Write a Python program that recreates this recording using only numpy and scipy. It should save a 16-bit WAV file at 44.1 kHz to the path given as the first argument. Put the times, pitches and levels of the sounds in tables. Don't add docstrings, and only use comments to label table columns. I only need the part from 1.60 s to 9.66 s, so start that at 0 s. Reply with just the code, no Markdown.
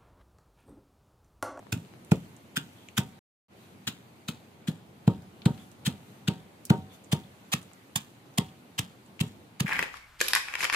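import sys
import numpy as np
from scipy import signal
from scipy.fft import rfft, irfft, next_fast_len
from scipy.io import wavfile
from scipy.ndimage import uniform_filter1d, map_coordinates

SR = 44100
rng = np.random.default_rng(int(sys.argv[2]) if len(sys.argv) > 2 else 0)


def dump_mix(stems):
    frames = np.atleast_2d(stems).T
    limited = np.clip(frames, -1, 1)
    pcm = np.round(limited * 32767).astype(np.int16)
    wavfile.write(sys.argv[1], SR, pcm)


def gain_from_db(level_db):
    decades = np.asarray(level_db, float) / 20
    return 10 ** decades


N = 355446

# (peak time [s], rms level [dB], build-up [s], collapse t60 [s], landing spot [-1 wall to 1 centre])
CRUSHES = [(0.1244, -35, 0.0045, 0.055, 0.43), (0.5184, -37, 0.008, 0.034, 0.73),
           (0.971, -30.5, 0.0132, 0.033, .95), (1.3821, -30.5, 0.015, 0.047, 0.55),
           (2.278, -31.5, 0.01, 0.043, 0.094), (2.686, -36, 0.008, 0.047, 0.25),
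           (3.0806, -40, 0.01, 0.046, 0.49), (3.4787, -42, 0.01, 0.019, -0.094),
           (3.8575, -35.5, 0.0043, 0.034, 0.77), (4.27, -32, 0.021, 0.039, 0.14),
           (4.683, -30, 0.0098, 0.016, 0.5), (5.1027, -31, 0.007, 0.02, 0.92),
           (5.5293, -32, 0.015, 0.032, -0.6), (5.9363, -27.5, 0.019, 0.028, -0.26),
           (6.3597, -27.5, 0.005, 0.042, -0.61), (6.7843, -26.5, 0.0099, 0.017, -1.2),
           (7.1935, -29, 0.014, 0.019, -0.44), (7.6117, -30.0, 0.012, 0.017, -0.86),
           (8.0049, -29.5, 0.0089, 0.023, -0.3)]
# (frequency [Hz], level [dB])
BRITTLE_TONE = [(290, -35), (500, -18.5), (679, -6.5), (1490, -1), (2280, -5), (3230, 3), (5790, -10.5),
                (7320, -6.5), (8470, -8), (14700, -16.5), (15600, -17), (16300, -49)]
# (centre [Hz], width [Hz], level [dB], lift by landing spot [dB per unit], lift by phone turn [dB per dB])
BOWL_CAVITY = [(870, 610, -0.5, -7, -0.4), (1494, 290, -1.5, 12.5, 0.14), (2500, 220, 5, 4, -0.6),
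               (3300, 540, -.5, 1.5, -.4), (4000, 490, -3, 1, 2.9)]
USUAL_CRUSH_DB, USUAL_COLLAPSE_S = -32, 0.03
SETTLE_DB, SETTLE_LAGS = -23.5, 0.55
TREBLE_DB, TREBLE_DB_PER_S = -0.5, 126.5
SETTLE_CAVITY, SETTLE_GRAIN_DB = 0.35, 1.8

# (time [s], peak level [dB], pitch [Hz], knock level [dB], ring level [dB])
BLOWS = [(0.1325, -23.5, 137, 8, 1), (0.142, -25.5, 125, -13, 1), (0.524, -6.5, 182.6, 7, -10),
         (0.9781, -24, 208, 4.5, 2), (1.3838, -23, 207.6, 5.5, -20), (1.3927, -15.5, 167.4, -2.5, 9),
         (2.2796, -34, 143.5, 10, 14), (2.2891, -30, 222.4, -10, -3), (2.6935, -23.5, 193, 2, -3),
         (3.089, -16.5, 196, -6, -24), (3.4826, -6.5, 171, 5.5, 2), (3.8662, -7.5, 172, 0.5, 5),
         (4.2728, -29, 125.6, -14, -7), (4.2806, -16.5, 184, -4, 4), (4.689, -13.5, 170, 1.5, 8),
         (5.1105, -5.5, 177.4, 3.5, 8.5), (5.536, -13, 168, 4.5, 8), (5.9457, -21, 170, 1, -10),
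         (6.3665, -26, 153, -2, -7), (6.7911, -13, 195, 1, 8), (7.2, -24, 133, 3.5, -8),
         (7.6163, -15.5, 156, -6, -1), (8.014, -16.5, 159, -5, -13)]
# (time [s], peak level [dB], pitch [Hz])
ROCKS = [
    (0.169, -24.5, 214),
    (0.186, -32.5, 140),
    (3.909, -20.5, 187),
    (7.641, -28, 170),
    (7.667, -32, 165),
    (8.0507, -22, 186),
]
ROCK_KNOCK_DB, ROCK_RING_DB, ROCK_RUMBLE_DB = -6.5, -9, -3.5
# (frequency [Hz], level [dB], t60 [s])
KNOCK_MODES = [(303, 0.5, .05), (436.8, -6, 0.079), (610, -10.5, 0.027), (730, -8.5, 0.023),
               (847, -8, .025), (1397, -12.5, 0.025)]
# (frequency [Hz], level [dB], t60 [s])
RING_MODES = [(407.4, -9, 0.22), (757, -17.5, 0.48), (840, -19.5, 0.22), (925, -5, 0.19), (1107, -26, .2),
              (1210, -11.5, 0.11), (1305, -16.5, 0.17)]
# (frequency [Hz], level [dB])
GROUND_TONE = [(24, -60.5), (40, -19.5), (180, -1), (543, -15.5), (856, -25.5), (923, -21), (1010, -30),
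               (1250, -24.5), (1500, -47), (1950, -74.5), (3300, -120)]
USUAL_BLOW_DB = -16
RUMBLE_DB, RUMBLE_LAGS = -0.5, 0.12
RUMBLE_BRIGHTENS = 0.45

# (start [s], end [s], pitch [Hz], rms level [dB])
WALL_SCRAPES = [
    (1.14, 1.28, 3320, -64),
    (5.29, 5.37, 3540, -59.5),
    (3.96, 4.06, 3400, -60.5),
    (1.97, 2.06, 3840, -69),
]
SCRAPE_WIDTH_HZ = 190

# (time [s], peak level [dB], pitch [Hz], left-right difference [dB], length [cycles])
CRUMB_TICKS = [(0.1206, -40, 4910, 5.5, 1.1), (.2494, -46, 2980, 8, 1.1), (.448, -43, 8000, -8, 1.8),
               (.7653, -45.5, 7240, -8, 2.1), (1.2866, -34, 2650, 4, 2.8), (1.2866, -44.5, 6830, -13, 3.8),
               (3.6218, -47, 6000, -5, 1.14), (3.8188, -37, 3000, 3, 2.6), (3.819, -42, 4120, 2, 5),
               (3.978, -47, 2980, 13, 1.5), (4.1156, -46, 7540, -19, 1.6), (5.0525, -26, 7600, -4, 1.1),
               (5.068, -44, 5000, -5, 2.7), (5.2186, -53, 3670, 4, 5), (5.440, -49, 7700, -7, 5),
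               (5.445, -47, 6800, -11, 3), (5.6362, -47, 3470, 8, 4.4), (6.028, -50, 7400, -22, 2.2),
               (6.1341, -49.5, 7300, -24, 2.6), (6.74, -51, 6000, -4, 2.1), (7.462, -52, 7500, -6, 4.6),
               (7.5935, -28, 2400, 1, 1.8), (7.681, -44, 7000, -2, 2.7)]
# (time [s], peak level [dB], pitch [Hz], left-right difference [dB])
FINGER_TAPS = [
    (.027, -40, 550, -2),
    (.068, -40, 536, 11),
    (.110, -51.5, 1400, -3),
    (.338, -44, 544, 19.5),
    (6.115, -50, 793, 21),
]
TAP_CYCLES = 0.7
# (pitch [Hz], level [dB])
CRUMB_RATTLE = [(550, -30.5), (3000, -14), (7000, -13.5)]

# (time [s], level [dB])
TOWN_HUM = [(0, -53.5), (1, -55.5), (1.6, -54), (2.1, -55.5), (3.6, -53.5), (5.2, -54.5), (5.7, -55),
            (6, -56), (6.5, -56), (7.6, -55), (8.06, -55.5)]
# (time [s], half length [s], level
# over usual hiss [dB])
CLOTH_STIRS = [(.02, 0.086, -2.5), (.27, 0.21, 0.5), (0.636, 0.18, 4), (1.167, 0.17, 4), (1.9, 0.078, -7.5),
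               (2.013, 0.1, 4), (3.2, 0.39, -2.5), (4.003, .1, 6.5), (4.498, 0.11, 4.5),
               (5.343, 0.025, 9.5), (5.9, 0.52, 2.5), (8.06, 0.14, -4)]
# (frequency [Hz], level [dB])
AIR_TONE = [(18, -66), (30, -48.5), (86, -6), (118, -3), (158, -6.5), (190, -2.5), (545, -14), (830, -15.5),
            (1650, -29.5), (2320, -29), (6320, -38), (14700, -41), (16300, -50.5)]
# (frequency [Hz], left-right likeness [-1 to 1])
YARD_LIKENESS = [(60, 0.95), (290, 0.88), (640, 0.39), (1400, -0.22), (3000, 0.03)]
RUSTLE_DB, HISS_DB, RUSTLE_FOLLOWS = -62, -68.8, 0.45

# (time [s], left-right difference [dB], left lag [ms])
MORTAR_PAN = [(0, -2.5, 0.15), (.5, 0.5, 0.19), (1.4, -0.5, 0.078), (2.3, 4, -0.06), (3.5, 3, 0.0027),
              (4.7, 2.5, 0.135), (6.3, -1, 0.25), (7.2, 0.5, .39), (8.06, -0.5, 0.45)]
# (frequency [Hz], left-right difference [dB])
PHONE_SHADING = [(200, 0), (600, -1), (1300, 1), (2500, 2), (3500, 5), (4300, 0), (5500, -6), (7000, -11),
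                 (9500, -4), (12000, -9)]
MORTAR_SHADING = 1.235
# (frequency [Hz], t60 [s])
WALL_ECHO = [(100, 0.48), (300, 0.19), (1000, 0.19), (3000, 0.15), (10000, 0.06)]
# (off [s], on [s], fade-in [s])
SILENCE = (1.592, 1.884, 0.053)
MIC_TOP_HZ = 16400


def crush():
    out, lead = np.zeros((2, N)), 0.03
    t = np.arange(SR // 4) / SR - lead
    when, pans_db, lags_ms = np.transpose(MORTAR_PAN)
    for s, db, rise, t60, spot in CRUSHES:
        pan_db, lag_ms = np.interp(s, when, pans_db), np.interp(s, when, lags_ms)
        treble_db = TREBLE_DB + TREBLE_DB_PER_S * (t60 - USUAL_COLLAPSE_S)
        settle_db = SETTLE_DB - SETTLE_LAGS * (db - USUAL_CRUSH_DB)

        size_db = 2.1 * rng.standard_normal(len(t) // 12 + 1).repeat(12)[:len(t)]
        clump_db = 2.2 * map_coordinates(rng.standard_normal(len(t) // 60 + 2), [np.arange(len(t)) / 60])
        snaps = rng.standard_normal(len(t)) + 0.5 * rng.standard_normal((2, len(t)))
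        snaps = snaps * gain_from_db(size_db + clump_db)

        def tone(hz, cavity_share=1):
            cavity_db = sum((lift + spot * by_spot + pan_db * by_pan) / (1 + (2 * (hz - centre) / width) ** 2)
                            for centre, width, lift, by_spot, by_pan in BOWL_CAVITY)
            dryness_db = along([(4500, 0), (6500, treble_db)], hz)
            return gain_from_db(along(BRITTLE_TONE, hz) + cavity_share * cavity_db + dryness_db)

        sunk = np.clip(1 + t / rise, 0, 1)
        swell = (sunk > 0) * (0.1 + 1.143 * sunk ** 1.37)
        collapse = gain_from_db(-60 * np.clip(t, 0, 1) / t60)
        settle = gain_from_db(settle_db - 60 * np.abs(t) / 0.41) * np.clip(t / 0.021, 0, 1)
        clumps = gain_from_db(SETTLE_GRAIN_DB * clump_db / clump_db.std())
        loose = unit(clumps * filtered(snaps, lambda hz: tone(hz, SETTLE_CAVITY)))
        pieces = gain_from_db(db) * swell * (unit(filtered(snaps, tone)) * collapse + loose * settle)

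        twist = 1.14 * rng.standard_normal((2, 40))
        add(out, gain_from_db(4.5) * placed(pieces, lag_ms, pan_db, MORTAR_SHADING, twist), s - lead)
        echo = signal.fftconvolve(pieces, tail(0.22), axes=1)
        add(out, gain_from_db(-11.0) * echo, s - lead + 0.012)
    return out


def thuds():
    out, lead = np.zeros((2, N)), 0.01
    t = np.arange(SR // 3) / SR - lead
    blows = [(*row, RUMBLE_DB - RUMBLE_LAGS * row[1]) for row in BLOWS]
    rocks = [(*row, ROCK_KNOCK_DB, ROCK_RING_DB, ROCK_RUMBLE_DB) for row in ROCKS]
    for s, db, hz, knock_db, ring_db, rumble_db in blows + rocks:
        u = t * hz
        onset, decay = gain_from_db(-9 * np.abs(u / 0.74) ** 3), gain_from_db(-9 * np.abs(u / 1.01) ** 2.0)
        sinking = 1 + 0.14 * np.clip(u, -2, 4)
        push = -np.where(u < 0, onset, decay) * np.cos(2 * np.pi * u / sinking)

        since = np.clip(t + 0.004024, 0, 1)
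        freed = np.clip(since / 0.019, 0, 1) ** 2
        knock = gain_from_db(knock_db - 17.0) * ringing(KNOCK_MODES, since)
        ring = gain_from_db(ring_db - 25.5) * freed * ringing(RING_MODES, since)

        force_db = RUMBLE_BRIGHTENS * (db - USUAL_BLOW_DB)
        brighter = [(280, 0), (600, force_db), (1400, 0)]
        mid, side = filtered(tail(0.34), lambda f: gain_from_db(along(GROUND_TONE, f) + along(brighter, f)))
        rumble = np.array([mid + 0.21 * side, mid - 0.18 * side])[:, :len(t)] / np.linalg.norm(mid)
        rumble = rumble * np.clip(t / 0.0061, 0, 1)

        bowl = placed(push + knock + ring, 0.17, 0)
        add(out, gain_from_db(db) * (bowl + gain_from_db(rumble_db + 12) * rumble), s - lead - 0.0007)
    return out


def ringing(modes, t):
    scatter_db = 1.5 * rng.standard_normal(len(modes))
    return sum(gain_from_db(db + own_db - 60 * t / t60) * np.sin(2 * np.pi * hz * t)
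               for (hz, db, t60), own_db in zip(modes, scatter_db))


def scrapes():
    out = np.zeros((2, N))
    for start, end, hz, db in WALL_SCRAPES:
        n = round((end - start) * SR)
        grain_db = 3 * rng.standard_normal(n // 90 + 1).repeat(90)[:n]
        grit = rng.standard_normal((2, n)) * gain_from_db(grain_db)
        drag = unit(filtered(grit, lambda f: 1 / (1 + ((f - hz) / SCRAPE_WIDTH_HZ) ** 2)))
        add(out, gain_from_db(db) * np.sqrt(np.hanning(n)) * drag, start)
    return out


def ticks():
    out, t = np.zeros((2, N)), np.arange(SR // 20) / SR
    side = np.array([[0.5], [-0.5]])
    taps = [(*row, TAP_CYCLES) for row in FINGER_TAPS]
    for s, db, hz, pan_db, cycles in taps + CRUMB_TICKS:
        def resonance(f):
            damping = 1j * f * hz / cycles
            return damping / (hz * hz - f * f + damping)

        rattle_db = along(CRUMB_RATTLE, hz)
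        decay = gain_from_db(-60 * t / 0.006) + gain_from_db(rattle_db - 60 * t / 0.09)
        spit = filtered(decay * rng.standard_normal((2, len(t))), lambda f: resonance(f) ** 2)
        add(out, gain_from_db(db + side * pan_db) * spit / np.abs(spit).max(), s)
    return out


def yard():
    t = np.arange(N) / SR
    stir_db = sum(db * np.exp(-((t - s) / half) ** 2) for s, half, db in CLOTH_STIRS)
    layers = [
        (np.interp(t, *np.transpose(TOWN_HUM)), [(900, -11.0), (2000, -16)]),
        (RUSTLE_DB + RUSTLE_FOLLOWS * stir_db, [(500, -30.5), (1500, -6.5), (4500, -7), (7000, -21.5)]),
        (HISS_DB + stir_db, [(4000, -23.0), (6000, 3.5)])]
    out = np.zeros((2, N))
    for level_db, band in layers:
        def mid_side(hz):
            turn = np.arccos(np.clip(along(YARD_LIKENESS, hz), -1, 1)) / 2
            tone = gain_from_db(along(AIR_TONE, hz) + along(band, hz)) * (hz < 15450)
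            return tone * [np.cos(turn), np.sin(turn)]

        z = signal.stft(rng.standard_normal((2, N)), nperseg=512)[2]
        patches = uniform_filter1d(rng.standard_normal(z.shape[1:]), 5, 0)
        patches = unit(uniform_filter1d(patches, 8, 1))
        pair = signal.istft(z * gain_from_db(1.4 * patches), nperseg=512)[1][:, :N]
        mid, side = filtered(pair, mid_side)
        out += gain_from_db(level_db) * unit(np.array([mid + side, mid - side]))
    return out


def placed(x, lag_ms, pan_db, shading=1, twist=np.zeros((2, 40))):
    side = np.array([[0.5], [-0.5]])

    def ports(hz):
        smear = np.array([np.interp(hz, np.linspace(500, SR / 2, 40), k, left=0) for k in twist])
        shade_db = np.where(hz > 4300, shading, 1) * along(PHONE_SHADING, hz)
        delay_s = (0.5 + side * lag_ms) / 1000
        return gain_from_db(side * (pan_db + shade_db)) * np.exp(1j * smear - 2j * np.pi * hz * delay_s)

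    return filtered(x, ports)


def tail(seconds):
    hz, t, z = signal.stft(rng.standard_normal((2, round(seconds * SR))), SR, nperseg=256)
    decay = gain_from_db(-60 * t / along(WALL_ECHO, hz)[:, None])
    pair = signal.istft(z * decay, SR, nperseg=256)[1]
    return pair / np.linalg.norm(pair[0])


def unit(x):
    return x / np.sqrt(np.mean(x ** 2) + 1e-20)


def along(points, hz):
    f, v = np.transpose(points)
    return np.interp(np.log(hz + 1), np.log(f + 1), v)


def filtered(x, response):
    m = next_fast_len(x.shape[-1] + 1024)
    return irfft(rfft(x, m) * response(np.fft.rfftfreq(m, 1 / SR)), m)[..., :x.shape[-1]]


def add(track, sound, s):
    part = track[:, round(s * SR):][:, :sound.shape[-1]]
    part += sound[..., :part.shape[1]]


def scene():
    return crush() + thuds() + scrapes() + ticks() + yard()


def roll_off(x):
    return signal.sosfilt(signal.butter(12, 16470, fs=SR, output="sos"), x)


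def record(dry):
    off, on, fade = SILENCE
    t = np.arange(N) / SR
    gate = np.where(t < off, 1, (t > on) * np.clip(0.23 + (t - on) / fade, 0, 1))
    bass_cut = [(30, -10), (60, -6), (100, 0)]
    heard = filtered(dry, lambda hz: gain_from_db(along(bass_cut, hz)) * (hz < MIC_TOP_HZ))
    return roll_off(heard * gate)


dry = scene()
out = record(dry)
dump_mix(out)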